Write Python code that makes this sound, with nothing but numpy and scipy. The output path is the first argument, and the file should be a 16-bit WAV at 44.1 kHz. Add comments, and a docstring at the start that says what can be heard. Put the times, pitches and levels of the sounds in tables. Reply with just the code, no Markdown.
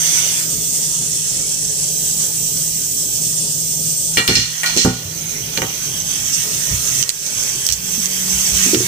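"""A hot-air rework jet hisses over a workbench: broad noise when free, sharper noise when striking the board.
Its blower motor hums in shaft multiples and its drive whines in the top treble; the blower speeds up to cool.
The handpiece clatters into a steel holder and tools tick: noise bursts through steel modes, and the modes ring.
Bench thuds are decaying bench modes; a low murmur of shaped noise lies below. Two microphone ports colour the
sound differently; separately, some treble bands are missing in one or both channels. A gain control ducks
whatever passes its limit."""
import sys
import numpy as np
from scipy import signal
from scipy.fft import rfft, irfft, next_fast_len
from scipy.io import wavfile
from scipy.ndimage import uniform_filter1d, map_coordinates

SR = 44100
rng = np.random.default_rng(int(sys.argv[2]) if len(sys.argv) > 2 else 0)


def bounce(signal):
    """Save signal as a 16-bit WAV file at the path given by the first command-line argument."""
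    frames = np.transpose(np.atleast_2d(signal))
    limited = np.clip(frames, -1, 1)
    pcm = np.round(limited * 32767).astype(np.int16)
    wavfile.write(sys.argv[1], SR, pcm)


def boost(x):
    """Linear amplitude factor 10**(x/20) for a level x in decibels (scalar or array-like)."""
    u = np.asarray(x, float) / 20
    return 10 ** u


N = 391166


def unit(x):
    """Scale to rms 1."""
    return x / np.sqrt(np.mean(x ** 2) + 1e-20)


def along(points, hz):
    """Each column of (frequency [Hz], value, ..) points, read on a log axis."""
    f, *cols = np.transpose(points)
    return np.array([np.interp(np.log(hz + 1), np.log(f + 1), c) for c in cols])


def curves(rows):
    """One value per sample for each column after the time."""
    s, *cols = np.transpose(rows)
    return [np.interp(np.arange(N) / SR, s, c) for c in cols]


def wobble(knots_per_s):
    """Smooth random curve through normally distributed knots."""
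    knots = rng.standard_normal(int(N * knots_per_s / SR) + 4)
    return map_coordinates(knots, [np.arange(N) * knots_per_s / SR])


def pan(left_minus_right_db):
    """Gains of the two channels."""
    return boost([[left_minus_right_db / 2], [-left_minus_right_db / 2]])


def filtered(x, response):
    """x times a response of frequency."""
    m = next_fast_len(x.shape[-1] + 8192)
    return irfft(rfft(x, m) * response(np.fft.rfftfreq(m, 1 / SR)), m)[..., :x.shape[-1]]


# left-right likeness of source noise: (frequency [Hz], likeness [0-1])
LIKENESS = [(60, .98), (130, .95), (290, .6), (640, .5), (1400, .5)]


def noise(spectrum, patchy_db):
    """Stereo noise of rms 1 with patches of random gain, most alike in the bass."""
    z = signal.stft(rng.standard_normal((2, N)), nperseg=512)[2]
    field = uniform_filter1d(rng.standard_normal(z.shape[1:]), size=5, axis=0)
    field = uniform_filter1d(field, size=14, axis=1)
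    pair = signal.istft(z * boost(patchy_db * unit(field)), nperseg=512)[1][:, :N]

    def mid_side(hz):
        angle = np.arccos(np.clip(along(LIKENESS, hz)[0], -1, 1)) / 2
        return boost(along(spectrum, hz)) * [np.cos(angle), np.sin(angle)]

    mid, side = filtered(pair, mid_side)
    return unit(np.array([mid + side, mid - side]))


def echoes(x, decay, delay_s):
    """Each frequency of the answer dies at its own speed; each port hears another answer."""
    hz, t, z = signal.stft(rng.standard_normal((2, SR // 2)), SR, nperseg=128)
    tail = signal.istft(z * boost(-60 * t / along(decay, hz).T), SR, nperseg=128)[1]
    late = np.pad(x, ((0, 0), (round(delay_s * SR), 0)))
    return signal.fftconvolve(late, tail / np.linalg.norm(tail, axis=1, keepdims=True), axes=1)[:, :N]


# room and bench murmur: (frequency [Hz], relative density [dB])
MURMUR_SPECTRUM = [(13, -47), (22, -12), (81, -11), (156, -1), (179, -10.5), (216, -9.5), (366, -16),
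                   (427, -9.5), (484, -18.5), (548, -13.5), (660, -20), (747, -25.5), (900, -19.5),
                   (1170, -66), (1980, -120)]


def murmur():
    """Low noise with room and bench resonances, its level swaying slightly."""
    sway_db = .6 * wobble(5)
    return boost(-28.5 + sway_db) * noise(MURMUR_SPECTRUM, patchy_db=2.05)


# room decay: (frequency [Hz], t60 [s])
ROOM_DECAY = [(200, 0.93), (2000, 0.04), (10000, 0.035)]


def room(metal):
    """The room answers the metal contacts with a diffuse tail."""
    return boost(-3.5) * echoes(metal, ROOM_DECAY, delay_s=.007)


# bench thuds: (time [s], peak level [dB], centre pitch [Hz], spread [octaves])
BENCH_THUDS = [(4.172, 1, 260, 1.46), (4.286, 4.5, 198, 1.35), (4.361, 3.5, 115, 1.6),
               (4.765, -2, 316, 0.96), (4.849, 12.5, 210, 1.25), (5.05, -16, 89, 0.23),
               (5.576, -10, 355, 1.9), (5.618, -7, 400, 1.9), (5.634, -23, 407, 1.4),
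               (6.711, -8.5, 91, 0.92), (7.552, -25, 378, 0.13), (7.977, -14.5, 204, 0.16),
               (7.692, -11.5, 75, 0.63), (8.329, -19, 60.3, 0.57), (8.521, -14, 60, 0.57),
               (8.66, -10.5, 280, 0.55), (8.732, -0.5, 334, .23), (8.745, 3, 325, 0.4),
               (8.765, -8.5, 109, 0.45), (8.804, -3.5, 365, 0.2)]
# free bench-top modes: (frequency [Hz], t60 [s])
BENCH_MODES = [(62, 0.63), (95, 0.43), (120, 0.79), (180, 0.53), (215, 0.33), (250, 0.51), (330, 0.33),
               (365, 0.32), (436, 0.45), (520, 0.39), (640, 0.19), (775, 0.54), (900, 0.39)]
HELD_SHARE, HELD_SLOPE = 0.41, -0.14  # share of free decay left under the hand at 200 Hz; power law in pitch


def thuds():
    """A blow rings bench modes around its centre pitch; higher contacts are damped sooner."""
    out, t = np.zeros(N + SR), np.arange(SR // 2) / SR
    for s, peak_db, hz, spread in BENCH_THUDS:
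        damping = HELD_SHARE * (hz / 200) ** HELD_SLOPE
        ring = 0
        for f, t60 in BENCH_MODES:
            mode_db = -6 * (np.log2(f / hz) / spread) ** 2 + rng.normal(0, 2)
            ring = ring + boost(mode_db - 60 * t / (t60 * damping)) * np.sin(2 * np.pi * f * t)
        ring = ring * (1 - np.exp(-t * hz / 0.5))  # a low thud swells more slowly
        out[round(s * SR):][:len(t)] += boost(peak_db) * ring / np.abs(ring).max()
    return out[:N] * pan(-2)


# steel holder modes: (frequency [Hz], relative level [dB], t60 [s])
STEEL_MODES = [(1453, -6, .3), (1900, -1, .4), (2350, -1, .5), (2842, -2, .3), (3219, -9, .3),
               (3515, -4, .3), (4050, -3, .35), (4205, 0, .4), (4330, -2, .35), (5200, -2, .3),
               (5545, -9, .3), (5973, -12, .3), (6224, -12, .4), (7130, -10, .25)]
RING_DB, FIZZ_DB = -5.5, -11.5  # modes and top-treble grit, gains beside the rattle level
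ROUGHNESS_RAD = 0.24  # how far chatter shakes the mode phases


def steel(hz):
    """Response of the steel: resonances 140 Hz wide over a small direct path."""
    return .12 + sum(boost(db) * 1j * hz * 140 / (f * f - hz * hz + 1j * hz * 140) for f, db, _ in STEEL_MODES)


def steel_ring(t, hz, t60, chatter):
    """Steel modes near the contact's brightness, their phases shaken by chatter."""
    ring = 0
    for f, db, life in STEEL_MODES:
        mode_db = db - 18 * np.log2(f / hz) ** 2 + rng.normal(0, 2, (2, 1))
        decay_db = -60 * t / min(life, 1.5 * t60)  # a brief touch damps the ring
        phase = 2 * np.pi * (f * t + rng.random((2, 1))) + np.roll(chatter, round(f))
        ring = ring + boost(mode_db + decay_db) * np.sin(phase)
    return ring


def strike(blows, pan_db):
    """Each blow (time, crack dB, rattle dB, brightness Hz, t60) cracks, rattles the steel and rings its modes."""
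    out, t = np.zeros((2, N + SR)), np.arange(SR // 2) / SR
    chatter = ROUGHNESS_RAD * wobble(88.9)[:len(t)]
    for s, crack_db, rattle_db, hz, t60 in blows:
        crack, grit = rng.standard_normal((2, 2, len(t))) * (1 - np.exp(-t / 0.00028))
        rattle = unit(filtered(grit, steel)) * boost(rattle_db - 60 * (t / t60) ** 1.1)  # it holds, then dies fast
        band = signal.butter(2, [hz / 2.37, min(hz * 1.84, .45 * SR)], "band", fs=SR, output="sos")
        body = signal.sosfilt(band, crack * boost(crack_db - 60 * t / .012) + rattle)
        snap = np.diff(crack, prepend=0) * boost(crack_db - 4.5 - 60 * t / 0.014)
        snap = snap * min(hz / 4000, 1) ** 0.98  # a hard first instant reaches the top treble
        fizz = boost(FIZZ_DB) * np.diff(grit, prepend=0) * boost(rattle_db - 60 * t / t60)
        ring = boost(rattle_db + RING_DB) * steel_ring(t, hz, t60, chatter)
        out[:, round(s * SR):][:, :len(t)] += (snap + fizz + body + ring) * pan(pan_db)
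    return out[:, :N]


# tool contacts: (time [s], strength [dB], brightness [Hz], t60 [s])
TOOL_TICKS = [(2.43, -22, 14000, .03), (4.764, -13, 5580, .05), (5.5738, -6, 2730, 0.022),
              (5.6187, -3, 1680, 0.013), (5.636, -14, 1500, 0.021), (7.0268, 0.5, 5600, 0.0099),
              (7.092, 3, 6250, .011), (7.107, -21, 5000, .02), (7.2632, -14, 9150, 0.051),
              (7.435, -13, 7060, 0.0057), (7.6656, -5, 9650, 0.012), (7.6885, 0.5, 5130, 0.0098),
              (7.702, -5, 5300, 0.011), (7.714, -9, 6340, 0.019), (7.723, -4, 11400, 0.072),
              (7.734, -20, 5070, .02), (8.0566, -13, 9000, .02), (8.746, -1, 3020, 0.017)]


def ticks():
    """Tools tick on the bench: short contacts with the crack 4.5 dB over the rattle."""
    return strike([(s, db + 4.5, db, hz, t60) for s, db, hz, t60 in TOOL_TICKS], pan_db=-3.5)


# handpiece in its holder: (time [s], crack level [dB], rattle level [dB], brightness [Hz], rattle t60 [s])
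HOLDER_CLATTERS = [(4.1717, 7, 5, 2400, 0.17), (4.2771, 14, -1, 3170, 0.38), (4.354, 4, 5.5, 4630, 0.37),
                   (4.6329, 10, -1.5, 1650, 0.11), (4.6598, 5, -9, 3760, 0.46), (4.773, 5, -3, 6160, 0.55),
                   (4.849, 15, -3.5, 1100, 0.2)]


def clatters():
    """The handpiece strikes its holder: cracks with longer rattles."""
    return strike(HOLDER_CLATTERS, pan_db=1.7)


# whine and top-treble swells: (start [s], end [s], gain [dB])
TREBLE_SWELLS = [(.4, .87, 7), (1.896, 3.37, 7.5), (3.518, 4.117, 7.5), (6.33, 7.2, 4.5), (7.7, 8.87, 5.5)]


def treble_db():
    """Common level of the drive whine and top treble: a rest level plus faded swells."""
    t, rest_db, fade_s = np.arange(N) / SR, -29.5, .12
    return rest_db + sum(db * np.clip(np.minimum(t - start, end - t) / fade_s + .5, 0, 1)
                         for start, end, db in TREBLE_SWELLS)


# blower speed: (time [s], speed [rev/s])
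BLOWER_SPEED = [(0, 161.5), (5.1, 161.5), (8.87, 191)]
# motor drive switching: (time [s], frequency [Hz])
DRIVE_CARRIER = [(0, 13946), (5.5, 13946), (8.87, 13951)]
# shaft tones: (shaft multiple, relative level [dB])
HUM_ORDERS = [(1, -32), (2, -48), (25, -48), (26, -50)]
# how well the bench carries the shaft tones: (time [s], gain [dB])
BENCH_CARRY = [(0, -0.5), (4.2, 1.5), (5, 3.5), (6.5, -7.5), (7.4, -17), (7.9, 1.5), (8.87, 8)]
# whine lines: (shaft multiple off the carrier, relative level [dB])
WHINE_LINES = [(-8, -13), (-6, -18), (-4, -14), (-2, -3.5), (0, 0), (2, -1.5), (4, -17)]


def motor(top_db):
    """Shaft tones carried by the bench, and a switching whine flanked by even shaft multiples."""
    shaft, carrier = (2 * np.pi * np.cumsum(curves(c)[0]) / SR for c in (BLOWER_SPEED, DRIVE_CARRIER))
    carried_db = curves(BENCH_CARRY)[0]
    hum = sum(np.sqrt(2) * boost(db + carried_db + 2.2 * wobble(9)) * np.sin(k * shaft) for k, db in HUM_ORDERS)
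    whine = sum(boost(db + 0.91 * wobble(11.0)) * np.sin(carrier + k * shaft) for k, db in WHINE_LINES)
    return hum + boost(top_db) * whine


# reflections close to the microphone: (frequency [Hz], t60 [s])
BENCH_DECAY = [(300, 0.016), (1500, 0.11), (10000, 0.017)]


def bench_reflections(air):
    """Short bench reflections comb the air; the hand never holds the nozzle still, so the comb drifts."""
    turn_rad = 1.8 * wobble(1.1)
    first, second = (echoes(air, BENCH_DECAY, delay_s=.001) for _ in range(2))
    return boost(-4) * (np.cos(turn_rad) * first + np.sin(turn_rad) * second)


def swish():
    """The jet sweeps past an edge: a brief Gaussian burst of noise around 5.2 kHz."""
    centre_s, width_s, level_db, hz = 6.347, .022, -18, 5200
    swell = boost(level_db) * np.exp(-((np.arange(N) / SR - centre_s) / width_s) ** 2)
    return swell * noise([(hz / 2, -30), (hz, 0), (2 * hz, -8), (3 * hz, -40)], patchy_db=0.5)


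# handpiece: (time [s], air level [dB], share of the jet striking the board [0-1])
NOZZLE_MOVES = [(0, -15, 0.2), (.3, -16.5, 0.27), (.5, -21.5, .75), (.8, -20.5, 0.86), (4.1, -21.5, 0.94),
                (4.55, -15, .03), (5.1, -25.5, 0.11), (5.6, -24, 0), (6.3, -20, 0.23), (7, -19, 0.29),
                (8, -21.5, 0.28), (8.5, -16.5, 0.3), (8.87, -15, 0.12)]
# free jet: (frequency [Hz], relative density [dB])
FREE_SPECTRUM = [(400, -120), (600, -8.5), (2000, 0.5), (5500, 0.4), (6300, 5.5), (7100, -5.3),
                 (11000, 1.5), (16500, 0.5), (18000, -120)]
# striking jet: (frequency [Hz], relative density [dB])
STRIKING_SPECTRUM = [(1500, -120), (2500, -13.5), (4500, -5.5), (6000, -1.5), (7200, -0.5), (8500, 2.5),
                     (11000, -1.5), (13000, -11.5), (14000, -120)]
# top treble: (frequency [Hz], relative density [dB])
TOP_SPECTRUM = [(12000, -120), (12800, -10), (13600, 0), (16500, 0), (18000, -120)]


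def jet(top_db):
    """Turbulent air: the free jet is broad, the striking jet sharp; their powers share the air level."""
    air_db, striking = curves(NOZZLE_MOVES)
    striking = np.clip(striking, 0, 1)
    flutter = boost(0.11 * wobble(15) + 0.86 * wobble(25))  # the jet is never quite steady
    rush = boost(air_db) * np.sqrt(1 - striking) * noise(FREE_SPECTRUM, patchy_db=2.26)
    hiss = boost(air_db) * np.sqrt(striking) * noise(STRIKING_SPECTRUM, patchy_db=1.0)
    top = boost(top_db - 6) * noise(TOP_SPECTRUM, patchy_db=.6)
    return flutter * (rush + hiss) + swish() + top


def scene():
    """Murmur, handling in the room, motor, and the air with its bench reflections."""
    metal = ticks() + clatters()
    top_db = treble_db()
    air = jet(top_db)
    return murmur() + room(metal) + thuds() + metal + motor(top_db) + bench_reflections(air) + air


def gain_control(x, limit_db, release_db_per_s, attack_s):
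    """Gain drops by whatever passes the limit and climbs back at a steady rate."""
    loud_db = 10 * np.log10(np.abs(uniform_filter1d((x ** 2).max(0), size=160)) + 1e-12)
    climb_db = release_db_per_s * np.arange(N) / SR
    cut_db = np.maximum.accumulate(np.maximum(loud_db - limit_db, 0) + climb_db) - climb_db
    keep = np.exp(-1 / (SR * max(attack_s, 1e-4)))
    return x * boost(-signal.lfilter([1 - keep], [1, -keep], cut_db))


# microphone port colour, and apart from it treble bands missing in one or both channels (-50 and -70 dB):
# (frequency [Hz], left gain [dB], right gain [dB])
PORT_COLOUR_AND_EMPTY_BANDS = [(1500, 0, 0), (2300, 2, 1), (3300, 5, 6), (3750, -3, 1), (4500, 2, 4), (5400, -2, 11),
                               (6300, -10, 15), (7000, -3, 14), (7800, 10, 12), (8600, 10, -4), (9100, 10, -50),
                               (10600, 4, -50), (11300, 2, -12), (12500, -2, -4), (14000, -13, 4), (14500, -50, 4),
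                               (15400, -70, 3), (15700, -70, -70)]


def microphone_ports(dry):
    """Each port has its own colour; apart from that, some treble bands are empty in one or both channels. The
    right port hears later, and both are weak in the deep bass."""
    right_lag_s = .00025

    def response(hz):
        lag = np.exp(-2j * np.pi * np.outer([0, right_lag_s], hz))
        return boost(along(PORT_COLOUR_AND_EMPTY_BANDS, hz)) * lag * 1j * hz / (35 + 1j * hz)

    return filtered(dry, response)


def top_cut(x):
    """Nothing passes above the cut-off."""
    return signal.sosfilt(signal.butter(12, 16370, fs=SR, output="sos"), x)


def record(dry):
    """Microphone ports, gain control, then clipping at full scale."""
    ported = boost(-6.5) * microphone_ports(dry)
    ducked = gain_control(ported, limit_db=-6.5, release_db_per_s=30.0, attack_s=0.00052)
    mix = np.clip(ducked, -1, 1)
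    return top_cut(mix)


dry = scene()
out = record(dry)
bounce(out)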